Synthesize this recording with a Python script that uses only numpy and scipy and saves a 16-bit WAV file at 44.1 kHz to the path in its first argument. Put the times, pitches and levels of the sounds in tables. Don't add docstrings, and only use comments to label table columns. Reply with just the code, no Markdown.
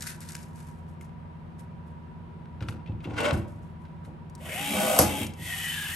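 import sys
import numpy as np
from scipy import signal
from scipy.fft import rfft, irfft, next_fast_len
from scipy.io import wavfile
from scipy.ndimage import uniform_filter1d

SR = 44100
rng = np.random.default_rng(int(sys.argv[2]) if len(sys.argv) > 2 else 0)


def to_wav(sig):
    pcm = np.clip(np.atleast_2d(sig), -1, 1) * 32767
    pcm = np.round(pcm).astype(np.int16)
    wavfile.write(sys.argv[1], SR, pcm.T)


def volts_from_db(level):
    exponent = np.asarray(level, float) / 20
    return 10 ** exponent


N = 262395
T = np.arange(N) / SR
HZ = np.maximum(np.arange(N // 2 + 1) * SR / N, 1)

# switch on in seconds, half speed in seconds,
# spin-up time in seconds, running whine in Hz, creep in Hz per second.
RUNS = [
    (4.42, 4.514, .033, 834.3, 20),
    (5.385, 5.455, .03, 804, 70),
]
# resonance in Hz, width in Hz, level in dB.
GEARS_PULL = [(2020, 130, -0.5), (2244, 100, 2.5), (2500, 93, 1.5), (2694, 87, 5), (2960, 62, 3.5),
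              (3150, 75, 3), (3360, 67, 0), (3690, 170, -2.5), (1710, 1300, -9)]
# multiple of the whine, level in dB re gear rattle.
TEETH = [(2.53, -19), (2.77, -23), (3.25, -17), (3.5, -16), (3.8, -16), (4.0, -16)]
# multiple of the whine, level in dB re rattle while speeding up.
MESH = [(4.1, -9), (2.75, -12)]
# frequency in Hz, level in dB per Hz.
BRUSHES = [(2240, -37), (3800, -11.5), (4750, -9.5), (7000, -6.5), (8820, -1.5), (10100, -5), (11600, 1),
           (12700, -1.5), (13300, -36), (15100, -7.5), (16000, -25)]
# multiple of the whine, level in dB re brush hiss.
BARS = [(10.25, -23), (10.8, -26), (14.2, -12)]
# resonance in Hz, width in Hz, level in dB.
LOADED_LOW = [(209, 17, -3), (278, 21, -6), (250, 20, -23), (387, 28, -14)]
# resonance in Hz, width in Hz, level in dB.
LOADED_MID = [(521, 28, -1), (623, 31, -1), (582, 21, -6.5), (679, 31, -2), (782, 47, -5.5),
              (935, 250, -16), (1128, 23, -9), (1252, 35, -10.5), (1480, 68, -11.5)]
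# mode in Hz, level in dB re load.
DRIVEN = [(206, -2), (286, -10), (516, -6), (620, -10.5)]
# resonance in Hz, width in Hz, level in dB.
FACING = [(1880, 46, 3), (2026, 110, 2), (790, 51, -9), (2604, 97, -2), (3040, 120, -4), (3300, 350, -6.5)]
# resonance in Hz, width in Hz, level in dB.
SWUNG = [(840, 100, -14.5), (1642, 73, 0), (1780, 100, -8), (2680, 72, -3), (3030, 140, -4),
         (3500, 180, -7.5)]
# time in seconds, lower resonance in Hz,
# its level in dB, upper resonance in Hz, its level in dB.
CASING = [
    (5.39, 1980, -57, 2980, -61),
    (5.452, 1995, -47, 3080, -60),
    (5.548, 1885, -36, 3040, -47),
    (5.58, 1867, -44, 2980, -44),
    (5.606, 1923, -35, 3020, -39),
    (5.704, 1905, -41, 3030, -33),
    (5.794, 1632, -38, 3060, -50),
    (5.928, 1820, -45, 2890, -42),
    (5.95, 1900, -33, 2920, -42),
]
# frequency in Hz, level in dB per Hz.
CRACK = [(530, -30), (900, -3), (1910, -12), (2690, -12.5), (3920, -17.5), (4950, -8), (8660, -8),
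         (10100, -2.5), (11900, -4.5), (15700, -46), (16500, -43)]
# time in seconds, peak in dB, hardness as middle modes in dB.
KNOCKS = [(2.611, -22, -12), (2.685, -30, -8.5), (2.734, -37.5, -6), (2.883, -23, -13.5),
          (2.939, -29.5, -13.5), (3.053, -31, -.5), (3.107, -30.5, -2), (3.321, -14.5, -9.5),
          (3.44, -33, -15), (3.55, -32.5, -15), (4.069, -38, -3), (4.99, -16, -7.5), (5.029, -23, -11),
          (5.199, -26.5, -3.5), (5.388, -33, -11.5)]
# mode in Hz, level in dB, t60 in seconds.
SKIN = [(92.3, -2, 0.63), (153.5, -12.5, 0.67), (210.5, -5, 0.86), (288.5, -8, 1.2), (354.7, -12, 0.42),
        (507.3, 2.5, 0.2), (631, -8, 0.35), (810, -2.5, 0.19), (930, -26, 0.53), (1042, -16, 0.81),
        (1110, -32, 0.71), (1281, -36, 0.34), (1295, -27, 0.15), (1459, -49, 0.36),
        (121.4, -7, 0.45), (51.7, -18, 0.66)]
# time in seconds, scrape in dB.
SLIPS = [
    (3.05, -49.5),
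    (3.11, -48.5),
    (3.15, -49),
    (3.185, -33.5),
    (3.205, -32.5),
    (3.248, -28.5),
    (3.272, -35),
    (3.292, -36.5),
    (3.31, -36),
]
# resonance in Hz, width in Hz, level in dB.
JAWS = [(1080, 65, -7.5), (1460, 71, 13), (2140, 220, 5), (2710, 84, 5.5), (3130, 22, 6), (3740, 22, -12),
        (5700, 93, -20)]
# time in seconds, peak in dB, ring in Hz,
# bright share in dB, fall in seconds.
CLICKS = [(.0074, -28, 2380, 3, 0.0036), (0.0224, -22, 1490, 3.5, .004), (.035, -38, 2500, 2, .003),
          (.057, -38, 4400, 3, .002), (0.067, -36, 1480, 2, .005), (0.0737, -32, 1500, 2, .004),
          (.083, -38, 2450, -1, .003), (0.096, -35, 1920, -2, .003), (0.2055, -33.5, 1830, 3.5, .003),
          (.229, -42, 4500, 3, .002), (0.2884, -30, 1950, 2, .006), (0.3065, -36, 1260, 0, .002),
          (.3205, -30, 1610, 3, .003), (.33, -38, 1900, 3, .004), (.346, -41, 1900, 0, .002),
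          (0.352, -22, 1630, -1, .003), (0.43, -38, 1940, 0.5, 0.0036), (1.0105, -38, 2100, -4, .005),
          (1.044, -54, 2100, 3, .004), (1.5934, -62, 1320, 3, .0044), (4.2974, -48, 1310, 7, 0.0044),
          (4.3515, -35, 1650, 2.5, 0.0036), (5.2667, -31, 1590, 1.5, .0044),
          (5.336, -41.5, 2046, 6.5, 0.0051)]
# time in seconds, peak in dB, ring in Hz, fall in seconds.
TAPS = [(1.093, -52, 1240, .004), (2.457, -44.5, 1510, 0.0018), (2.607, -35, 1460, 0.0096),
        (2.6244, -34, 1340, 0.01), (2.6858, -27.5, 1400, 0.0048), (2.8614, -43, 2430, 0.0064),
        (2.873, -45.5, 2650, 0.02), (2.9206, -52, 2480, .0055), (3.0051, -45, 2530, 0.0083),
        (3.0434, -38, 2650, 0.004), (3.0492, -37.5, 2730, 0.013), (3.108, -43, 2650, 0.0064),
        (3.3084, -20, 1450, 0.004), (3.852, -47.5, 1540, 0.0076), (4.05, -45.5, 1230, .0048)]
# time in seconds, peak in dB, ring in Hz, fall in seconds.
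CATCHES = [(3.1679, -38, 1240, .004), (3.1784, -29, 1470, .008), (3.1879, -28.5, 1450, 0.013),
           (3.204, -25, 2730, .006), (3.2125, -27, 1150, .005), (3.233, -26, 2740, .008),
           (3.2448, -22, 1450, 0.008), (3.2525, -26, 3200, .005), (3.262, -24, 2200, 0.0045),
           (3.284, -24, 1500, .006), (3.292, -31, 2300, 0.0044), (3.336, -39, 1550, 0.016)]
# time in seconds, rustle in dB, fall in seconds.
BRUSHINGS = [(.012, -43, 0.023), (0.028, -45, 0.025), (0.072, -36.5, 0.023), (.095, -41, 0.031),
             (0.214, -50, 0.14), (0.294, -48, .03), (.335, -50, 0.034), (.365, -52, .02),
             (.385, -54, 0.025), (.435, -53, 0.013), (.56, -59.5, 0.091), (.6, -59.5, 0.068),
             (.67, -61, 0.059), (.89, -65.5, .03), (1.02, -62, .02), (1.05, -67, 0.017),
             (1.596, -58, 0.022), (1.87, -71.5, .04), (2.62, -63, 0.027), (2.69, -50.5, 0.022),
             (3.04, -63, .02), (3.334, -45, 0.036), (3.48, -65, 0.075), (3.63, -69.5, .06),
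             (3.8, -77, 0.14), (4.05, -63, 0.027)]
# frequency in Hz, level in dB per Hz.
CLOTH = [(650, -48), (1100, -13), (1550, 0.5), (1950, -4), (2400, -6.5), (3090, -11), (8950, -6.5),
         (11400, -4), (12700, -14.5), (14000, -60)]
# tone in Hz, level in dB rms.
FAN_TONES = [(86.1, -49), (150.7, -49.5), (166.9, -48), (220.7, -56.5), (242.2, -57), (339.1, -71.5)]
# frequency in Hz, level in dB per Hz.
AIR = [(20, -45), (35, -9.5), (70, 1.5), (120, 0), (190, -6.5), (270, -16), (361, -11), (420, -16.5),
       (950, -20), (1300, -24), (3000, -36), (6580, -53.5), (11400, -53), (13000, -52)]
# frequency in Hz, side minus mid in dB.
SIDE_DB = [(60, -32), (110, -3), (200, 5), (380, -5.5), (700, 1), (1290, -1), (2380, -1), (4400, -1.5),
           (8120, -3), (15000, 1.5)]
# frequency in Hz, radians by which left leads, left over right
# in dB.
LEFT_RIGHT = [(100, 0, -1), (500, .1, 1), (1720, .1, 2), (2400, .6, 2), (3620, .7, 3), (6800, 0, 2),
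              (7490, 1, 1), (8700, -.2, 0), (10250, -3.1, 0), (11800, -6.3, 0), (16000, -6.3, 0)]
# centre in Hz, rarity in spreads.
TOP_STRIPS = [(14700, 1.0), (15100, .5), (15400, .1), (15700, .3)]

WHINE_DB, GEAR_DB, HISS_DB = (-41.5, -55), (-38.5, -36), (-38.5, -38)
WHINE_POWER, GEAR_POWER, HISS_POWER = 1.7, 1.22, 1.06
BARS_POWER = 3.5
START_HZ, SWITCH_S = 200.8, 0.016
BRAKE_S, BRAKE_HZ_PER_S, BRAKE_DB_PER_S = 5.235, 2700, 341
WHINE_CUT_DB = -12
MESH_RING_HZ, MESH_RING_WIDTH_HZ, MESH_RING_DB = 2230, 150, 0
GRIP_S, SAG_HZ, SPRING_BACK_S = 4.72, 80.1, 0.033
JAWS_CLOSED_DB = 3
STRAIN_GEAR_DB, STRAIN_HISS_DB, STRAIN_WHINE_DB, STRAIN_SETS_IN_S = 1.6, 9, 6, 0.06
IDLE_LOW_DB, IDLE_MID_DB, SLACK_LOW_DB = -44.5, -48, -39.5
GRIP_LOW_DB, GRIP_RISE_S, STIFFEN_S = -31, 0.02, 0.28
TAUT_MID_DB, TAUT_GROWS_DB = -31.5, 5
RECOIL_LOW_DB, RECOIL_MID_DB, RECOIL_HISS_DB = -28, -19.5, -25.5
RECOIL_LAG_S, RECOIL_LOW_S, RECOIL_MID_S = 0.022, 0.071, 0.024
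SWING_OUT_S, SWING_BACK_S, SWING_TAKES_S = 5.7, 5.93, .02
SWUNG_WHINE_DB, SWUNG_GEAR_DB, SWUNG_HISS_DB = -14, -2, -1.5
CASING_WIDTH_HZ, CASING_LOW_DB, CASING_HIGH_DB = 45, -.5, -2.5
SNAP_S, SNAP_DB = 4.989, -15
UPPER_PER_HARD, UPPER_DB, TAUT_UPPER_DB = 1.2, -5.5, 16
SLIP_RISE_S, SLIP_FALL_S = 0.014, 0.022
SEATED_S, SEATED_DB = 3.325, -7
SHAKE_DB, SHAKE_LAG_S = 5.5, 0.016
SQUEAL_HZ, SQUEAL_DB = 577, 6.5
SQUEAL_FROM_S, SQUEAL_RISE_S, SQUEAL_POWER = 3.2, 0.013, 1.2
CLICK_PAN_DB, CLICK_TOP_DB = 4, 1
TAP_BRIGHT_DB, TAP_PAN_DB = -27, 8
CATCH_BRIGHT_DB, CATCH_PAN_DB = -8.5, 11
BRUSH_RISE_S = 0.0068
FAN_WHINE_HZ, FAN_WHINE_WIDTH_HZ, FAN_WHINE_DB = 962, 69, -56.5
AIR_DB = -45.5
SHOP_T60_S, SHOP_DB = 0.57, -7
STEADY_TOP_HZ, OVERTOP_DB = 13500, -1


def motor():
    brushes = coloured(slope(BRUSHES), grit_db=-0.5, side_db=-4.0)
    band = 0.4 / (1 + (1300 / HZ) ** 4 + (HZ / 3800) ** 6)
    return motor_pulls(brushes, band) + motor_runs_back(brushes, band)


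def motor_pulls(brushes, band):
    gate, hz, db, gear, rush, low, middle = pulling()
    tone, turn = whine(hz, db)
    throb = 1 + .2 * np.sin(turn / 13) + .12 * np.sin(turn / 6.5)
    rattle = coloured(humps(GEARS_PULL, base=0.8 * band), grit_db=-0.5, side_db=-5)
    gears = swayed(rattle, depth=0.027) + strands(turn, TEETH)
    speeding = np.clip(np.gradient(hz) * SR / 3500, .15, 1) * np.clip(hz / 520, 0, 1)
    for k, mesh_db in MESH:
        mesh = np.sin(k * turn + 0.96 * drift(60))
        gears = gears + speeding * volts_from_db(mesh_db + 3.2 * drift(60)) * mesh
    passing = 1 / (1 + ((MESH[0][0] * hz - MESH_RING_HZ) / 400) ** 4)
    gears = gears + passing * volts_from_db(MESH_RING_DB) * narrow(MESH_RING_HZ, MESH_RING_WIDTH_HZ)
    hiss = brushes + (hz / hz.max()) ** BARS_POWER * strands(turn, BARS)
    loaded = low * coloured(humps(LOADED_LOW), side_db=-16)
    loaded = loaded + middle * coloured(humps(LOADED_MID), side_db=-4.5)
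    for mode_hz, mode_db in DRIVEN:
        load = low if mode_hz < 420 else middle
        mode = np.sin(2 * np.pi * mode_hz * T + 1.3 * drift(16))
        loaded = loaded + load * volts_from_db(mode_db + 3.3 * drift(13)) * mode
    return gate * (tone + throb * (gear * gears + rush * hiss) + loaded)


def motor_runs_back(brushes, band):
    gate, hz, db, gear_db, hiss_db, swing = running_back()
    tone, turn = whine(hz, db)
    facing, swung = (coloured(humps(peaks, base=0.73 * band), grit_db=1.5, side_db=-5.5)
                     for peaks in (FACING, SWUNG))
    gears = np.sqrt(1 - swing) * swayed(facing, depth=.021)
    gears = gears + 1.1 * np.sqrt(swing) * swayed(swung, depth=.02)
    hiss = brushes + 0.66 * (hz / hz.max()) ** BARS_POWER * strands(turn, BARS)
    return gate * (tone + casing() + volts_from_db(gear_db) * gears + volts_from_db(hiss_db + drift(63.6)) * hiss)


def pulling():
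    before, braked_s = T < SNAP_S, np.maximum(T - BRAKE_S, 0)
    climbing = np.clip((T - GRIP_S) / (SNAP_S - GRIP_S), 0, 1)
    tension = np.where(before, climbing, np.exp(-np.abs(T - SNAP_S) / SPRING_BACK_S))
    strain = step(GRIP_S, STRAIN_SETS_IN_S) * np.where(before, 1, tension)
    gate, hz, speed_db = spin(RUNS[0], SAG_HZ * tension + BRAKE_HZ_PER_S * braked_s)
    gate = gate * volts_from_db(-BRAKE_DB_PER_S * braked_s)
    cut_db = WHINE_CUT_DB * step(BRAKE_S - .035, 0.0088)
    recoil_s = SNAP_S + RECOIL_LAG_S
    db = WHINE_DB[0] + WHINE_POWER * speed_db + STRAIN_WHINE_DB * tension + cut_db
    gear = volts_from_db(GEAR_DB[0] + GEAR_POWER * speed_db + JAWS_CLOSED_DB * before + STRAIN_GEAR_DB * strain)
    hiss = blend([volts_from_db(HISS_DB[0] + HISS_POWER * speed_db + STRAIN_HISS_DB * strain),
                  swell(recoil_s, RECOIL_HISS_DB, 0.0092, RECOIL_MID_S)])
    low = blend([volts_from_db(np.where(before, IDLE_LOW_DB, SLACK_LOW_DB) + 2.4 * speed_db),
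                 swell(GRIP_S, GRIP_LOW_DB, GRIP_RISE_S, STIFFEN_S) * before,
                 swell(recoil_s, RECOIL_LOW_DB, 0.0097, RECOIL_LOW_S)])
    taut = step(GRIP_S + 0.012, GRIP_RISE_S) * before * volts_from_db(TAUT_MID_DB + TAUT_GROWS_DB * tension)
    recoil = swell(SNAP_S + 0.0048, RECOIL_MID_DB, 0.0036, RECOIL_MID_S)
    middle = blend([volts_from_db(IDLE_MID_DB), taut, recoil])
    return gate, hz, db, gear, hiss, low, middle


def running_back():
    gate, hz, speed_db = spin(RUNS[1])
    swing = step(SWING_OUT_S, SWING_TAKES_S) - step(SWING_BACK_S, SWING_TAKES_S)
    swing = np.clip(swing, 0, 1)
    away = step(SWING_OUT_S - .07, SWING_TAKES_S)
    db = WHINE_DB[1] + WHINE_POWER * speed_db + SWUNG_WHINE_DB * away
    gear_db = GEAR_DB[1] + GEAR_POWER * speed_db + SWUNG_GEAR_DB * swing
    hiss_db = HISS_DB[1] + HISS_POWER * speed_db + SWUNG_HISS_DB * swing
    return gate, hz, db, gear_db, hiss_db, swing


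def spin(run, sag_hz=0):
    on_s, half_s, spin_s, top_hz, creep = run
    gain_hz = top_hz - START_HZ + creep * np.maximum(T - half_s, 0)
    hz = START_HZ + gain_hz * step(half_s, spin_s) - sag_hz
    hz = np.maximum(hz, 50)
    return step(on_s, SWITCH_S), hz, 20 * np.log10(hz / top_hz)


def whine(hz, db):
    turn = 2 * np.pi * np.cumsum(hz) / SR + 0.49 * drift(27.8)
    return volts_from_db(db + 3.5 + 1.6 * drift(17)) * np.sin(turn), turn


def strands(turn, orders):
    return sum(volts_from_db(db + 6.1 * drift(6)) * np.sin(k * turn + 1.9 * drift(14)) for k, db in orders)


def casing():
    s, *columns = np.transpose(CASING)
    low_hz, low_db, high_hz, high_db = (np.interp(T, s, c) for c in columns)
    low = volts_from_db(low_db + CASING_LOW_DB) * narrow(low_hz, CASING_WIDTH_HZ)
    high = volts_from_db(high_db + CASING_HIGH_DB) * narrow(high_hz, 1.5 * CASING_WIDTH_HZ)
    return (low + high) / np.sqrt(2)


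def swayed(x, depth):
    at = np.arange(N) + np.cumsum(depth * drift(4))
    return np.array([np.interp(at, np.arange(N), side) for side in x])


def snap():
    t = np.maximum(T - SNAP_S, 0)
    fall = (T >= SNAP_S) * (np.exp(-t / 0.003) + volts_from_db(-6.0) * np.exp(-t / 0.031))
    return volts_from_db(SNAP_DB + 4.0) * fall * volts_from_db(2 * drift(496)) * coloured(slope(CRACK), side_db=-4.0)


def skin():
    out, modes = np.zeros((2, N)), SKIN
    s, db, middle_db = np.transpose(KNOCKS)
    upper_db = UPPER_PER_HARD * middle_db + UPPER_DB + TAUT_UPPER_DB * (np.abs(s - SNAP_S) < .1)
    quiet = int(s.min() * SR)
    luck = rng.standard_normal((len(KNOCKS), len(modes), 3))
    for k, (hz, mode_db, t60) in enumerate(modes):
        hardness_db = 0 if hz < 190 else middle_db + 4 if hz < 420 else upper_db - 2
        blow_db = db + hardness_db + mode_db - 2.5
        rolling_s = 0.0094 * np.abs(luck[:, k, 2]) * (np.abs(s - SNAP_S) > .01)
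        struck = ((s + rolling_s) * SR).astype(int) - quiet
        for twin, detune in enumerate((.94, 1.03)):
            force = np.zeros(N - quiet)
            force[struck] = volts_from_db(blow_db + 2.0 * luck[:, k, twin]) * (-1) ** k
            boom = ring(force, hz * detune, min(t60, .5) * 0.63) - ring(force, hz * detune, 6.6 / hz)
            out[:, quiet:] += boom * volts_from_db(np.array([[1], [-1]]) * (twin - .5) * hz / 200)
    return out


def scrape():
    level, shaken, locked = slipping()
    wide = [(hz, 1.8 * width, peak_db + 2) for hz, width, peak_db in JAWS]
    base = 1.1 * (HZ > 900) / (1 + (HZ / 4000) ** 2 + (HZ / 10500) ** 16)
    jaws = coloured(humps(wide, base=base), grit_db=0.5, side_db=-5.0)
    sheet = coloured(humps([(650, 35, 2.0), (476, 110, -1.5), (282, 63, 0.5), (855, 260, -5.5),
                            (1093, 61, -3.5)]))
    tone = np.sin(2 * np.pi * SQUEAL_HZ * T + drift(25))
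    squeal = locked * volts_from_db(2.5 + 2.0 * drift(40)) * tone
    return level * volts_from_db(2.16 * drift(90)) * jaws + shaken * sheet + squeal


def slipping():
    level = blend(swell(s, db, SLIP_RISE_S, SLIP_FALL_S) for s, db in SLIPS)
    level = level * volts_from_db(SEATED_DB * step(SEATED_S, 0.0056))
    keep = np.exp(-1 / (SHAKE_LAG_S * SR))
    late = signal.lfilter([1 - keep], [1, -keep], level)
    locking = step(SQUEAL_FROM_S, SQUEAL_RISE_S) * (late / late.max()) ** SQUEAL_POWER
    return level, volts_from_db(SHAKE_DB) * late, volts_from_db(SQUEAL_DB) * locking * late


def ticks():
    out, t, rows = np.zeros((2, N)), T[:2500], contacts()
    bright = signal.butter(2, [4000, 9700], "band", fs=SR, output="sos")
    top = signal.butter(2, [10600, 11100], "band", fs=SR, output="sos")
    whites = rng.standard_normal((len(rows), 2500))
    for (s, db, hz, bright_db, pan_db, fall_s), white in zip(rows, whites):
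        dull = signal.butter(2, [0.67 * hz, max(3500, 1.16 * hz)], "band", fs=SR, output="sos")
        body = 0.39 * np.sin(2 * np.pi * hz * t) + 1.09 * signal.sosfilt(dull, white)
        edge = volts_from_db(CLICK_TOP_DB + 3.5) * signal.sosfilt(top, white)
        burst = volts_from_db(bright_db - 4.0) * (signal.sosfilt(bright, white) + edge)
        share = np.sqrt(max(1 - volts_from_db(bright_db) ** 2, .02))
        fall = 0.7 * np.exp(-t / fall_s) + 0.23 * np.exp(-t / 0.0004)
        sound = fall * (share * body + burst)
        sound = volts_from_db(db - 1.0) * sound / np.abs(sound).max()
        add(out, s, sound * volts_from_db([[pan_db / 4], [-pan_db / 4]]))
    return out


def contacts():
    clicks = [(*row, CLICK_PAN_DB, fall_s) for *row, fall_s in CLICKS]
    taps = [(*row, TAP_BRIGHT_DB, TAP_PAN_DB, fall_s) for *row, fall_s in TAPS]
    catches = [(*row, CATCH_BRIGHT_DB, CATCH_PAN_DB, fall_s) for *row, fall_s in CATCHES]
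    return clicks + taps + catches


def sleeve():
    level = blend(swell(s, db, BRUSH_RISE_S, fall_s) for s, db, fall_s in BRUSHINGS)
    return level * volts_from_db(1.5 + 2.0 * drift(70)) * coloured(slope(CLOTH), grit_db=2.5, side_db=-2.5)


def workshop():
    tones = sum(volts_from_db(db + 2.5 + drift(7.3)) * np.sin(2 * np.pi * hz * T + 1.14 * drift(1.4))
                for hz, db in FAN_TONES)
    far_whine = np.array([narrow(FAN_WHINE_HZ, FAN_WHINE_WIDTH_HZ / 2) for side in "LR"])
    return tones + volts_from_db(FAN_WHINE_DB) * far_whine + volts_from_db(AIR_DB) * coloured(slope(AIR))


def shop(x):
    size = next_fast_len(N + SR)
    w = 2 * np.pi * np.arange(size // 2 + 1) / size
    t60 = SHOP_T60_S / (1 + w * SR / (2 * np.pi * 6000))
    lap = np.log(1000) / SR / t60 + 1j * w
    lags = rng.integers(1100, 2600, (2, 8))
    left, right = [sum(1 / (1 - np.exp(-d * lap)) - 1 for d in side) for side in lags]
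    echo = np.array([left + 0.38 * right, right + 0.18 * left])
    return irfft(rfft(x.mean(0), size) * echo, size)[:, :N] / 2.35


def left_right(x):
    hz, lead, pan_db = np.transpose(LEFT_RIGHT)
    half = volts_from_db(np.interp(HZ, hz, pan_db) / 2) * np.exp(.5j * np.interp(HZ, hz, lead))
    return irfft(rfft(x) * [half, 1 / half], N)


def overtop(heard):
    high_pass = signal.butter(6, STEADY_TOP_HZ, "high", fs=SR, output="sos")
    high = signal.sosfilt(high_pass, heard.mean(0))
    quick, slow = (uniform_filter1d(np.abs(high), size=size) for size in (150, 3000))
    out = uniform_filter1d(1. * (quick > 3 * slow), size=100) * high
    for hz, rarity in TOP_STRIPS:
        band = signal.butter(3, [hz - 150, hz + 150], "band", fs=SR, output="sos")
        strip = signal.sosfilt(band, high)
        is_open = (drift(9) > rarity) * (slow > volts_from_db(-67)) * (T > RUNS[0][0])
        out = out + volts_from_db(OVERTOP_DB) * uniform_filter1d(1. 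* is_open, size=300) * strip
    return out


def rms_one(x):
    return x / np.sqrt(np.mean(x ** 2) + 1e-20)


def slope(points):
    hz, db = np.transpose(points)
    return volts_from_db(np.interp(np.log(HZ), np.log(hz), db, left=-99, right=-99))


def humps(peaks, base=0):
    power = sum(volts_from_db(db) ** 2 / (1 + (1.36 * (HZ - hz) / width) ** 2) ** 2 for hz, width, db in peaks)
    return np.sqrt(base ** 2 + power)


def coloured(gain, grit_db=0., side_db=0.):
    white = rng.standard_normal((2, N))
    if grit_db:
        white = white * volts_from_db(grit_db * drift(600))
    mid, side = irfft(rfft(white) * [gain, gain * slope(SIDE_DB) * volts_from_db(side_db)], N)
    return rms_one(np.array([mid + side, mid - side]))


def drift(rate):
    knots = np.convolve(rng.standard_normal(int(4 * rate * N / SR) + 4), [1, 2, 1], "same")
    return rms_one(np.interp(T * 4 * rate, np.arange(len(knots)), knots))


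def ring(force, hz, t60):
    r, w = volts_from_db(-60 / (t60 * SR)), 2 * np.pi * hz / SR
    return signal.lfilter([0, np.sin(w)], [1, -2 * r * np.cos(w), r * r], force + 1e-18)


def narrow(hz, width_hz):
    turn = 2 * np.pi * np.cumsum(hz * np.ones(N)) / SR
    return drift(width_hz) * np.cos(turn) + drift(width_hz) * np.sin(turn)


def add(out, s, sound):
    i = round(s * SR)
    out[..., i:i + sound.shape[-1]] += sound[..., :N - i]


def step(s, takes_s):
    return .5 + .5 * np.tanh((T - s) / (2 * takes_s))


def swell(s, db, rise_s, fall_s):
    out = np.zeros(N)
    near = slice(max(int((s - 9 * rise_s) * SR), 0), int((s + 9 * fall_s) * SR))
    out[near] = volts_from_db(db) * np.exp(np.minimum((T[near] - s) / rise_s, (s - T[near]) / fall_s))
    return out


def blend(levels):
    return np.sqrt(sum(level ** 2 for level in levels))


def scene():
    near = motor() + snap() + skin() + scrape() + ticks() + sleeve()
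    return left_right(near + volts_from_db(SHOP_DB) * shop(near)) + workshop()


def low_pass(x):
    return signal.sosfilt(signal.butter(12, 16990, fs=SR, output="sos"), x)


def record(dry):
    mid = dry.mean(0)
    side = signal.lfilter(*signal.butter(1, 120, "high", fs=SR), (dry[0] - dry[1]) / 2)
    notch = signal.butter(2, [9850, 10550], "stop", fs=SR, output="sos")
    mid = signal.sosfilt(notch, mid)
    rumble_cut = signal.butter(1, 30, "high", fs=SR, output="sos")
    heard = signal.sosfilt(rumble_cut, [mid + side, mid - side])
    roll_off = signal.cheby2(10, 60, STEADY_TOP_HZ + 300, fs=SR, output="sos")
    below = signal.sosfilt(roll_off, heard)
    mix = 1.184 * np.tanh((below + overtop(heard)) / 1.211)
    return low_pass(mix)


dry = scene()
out = record(dry)
to_wav(out)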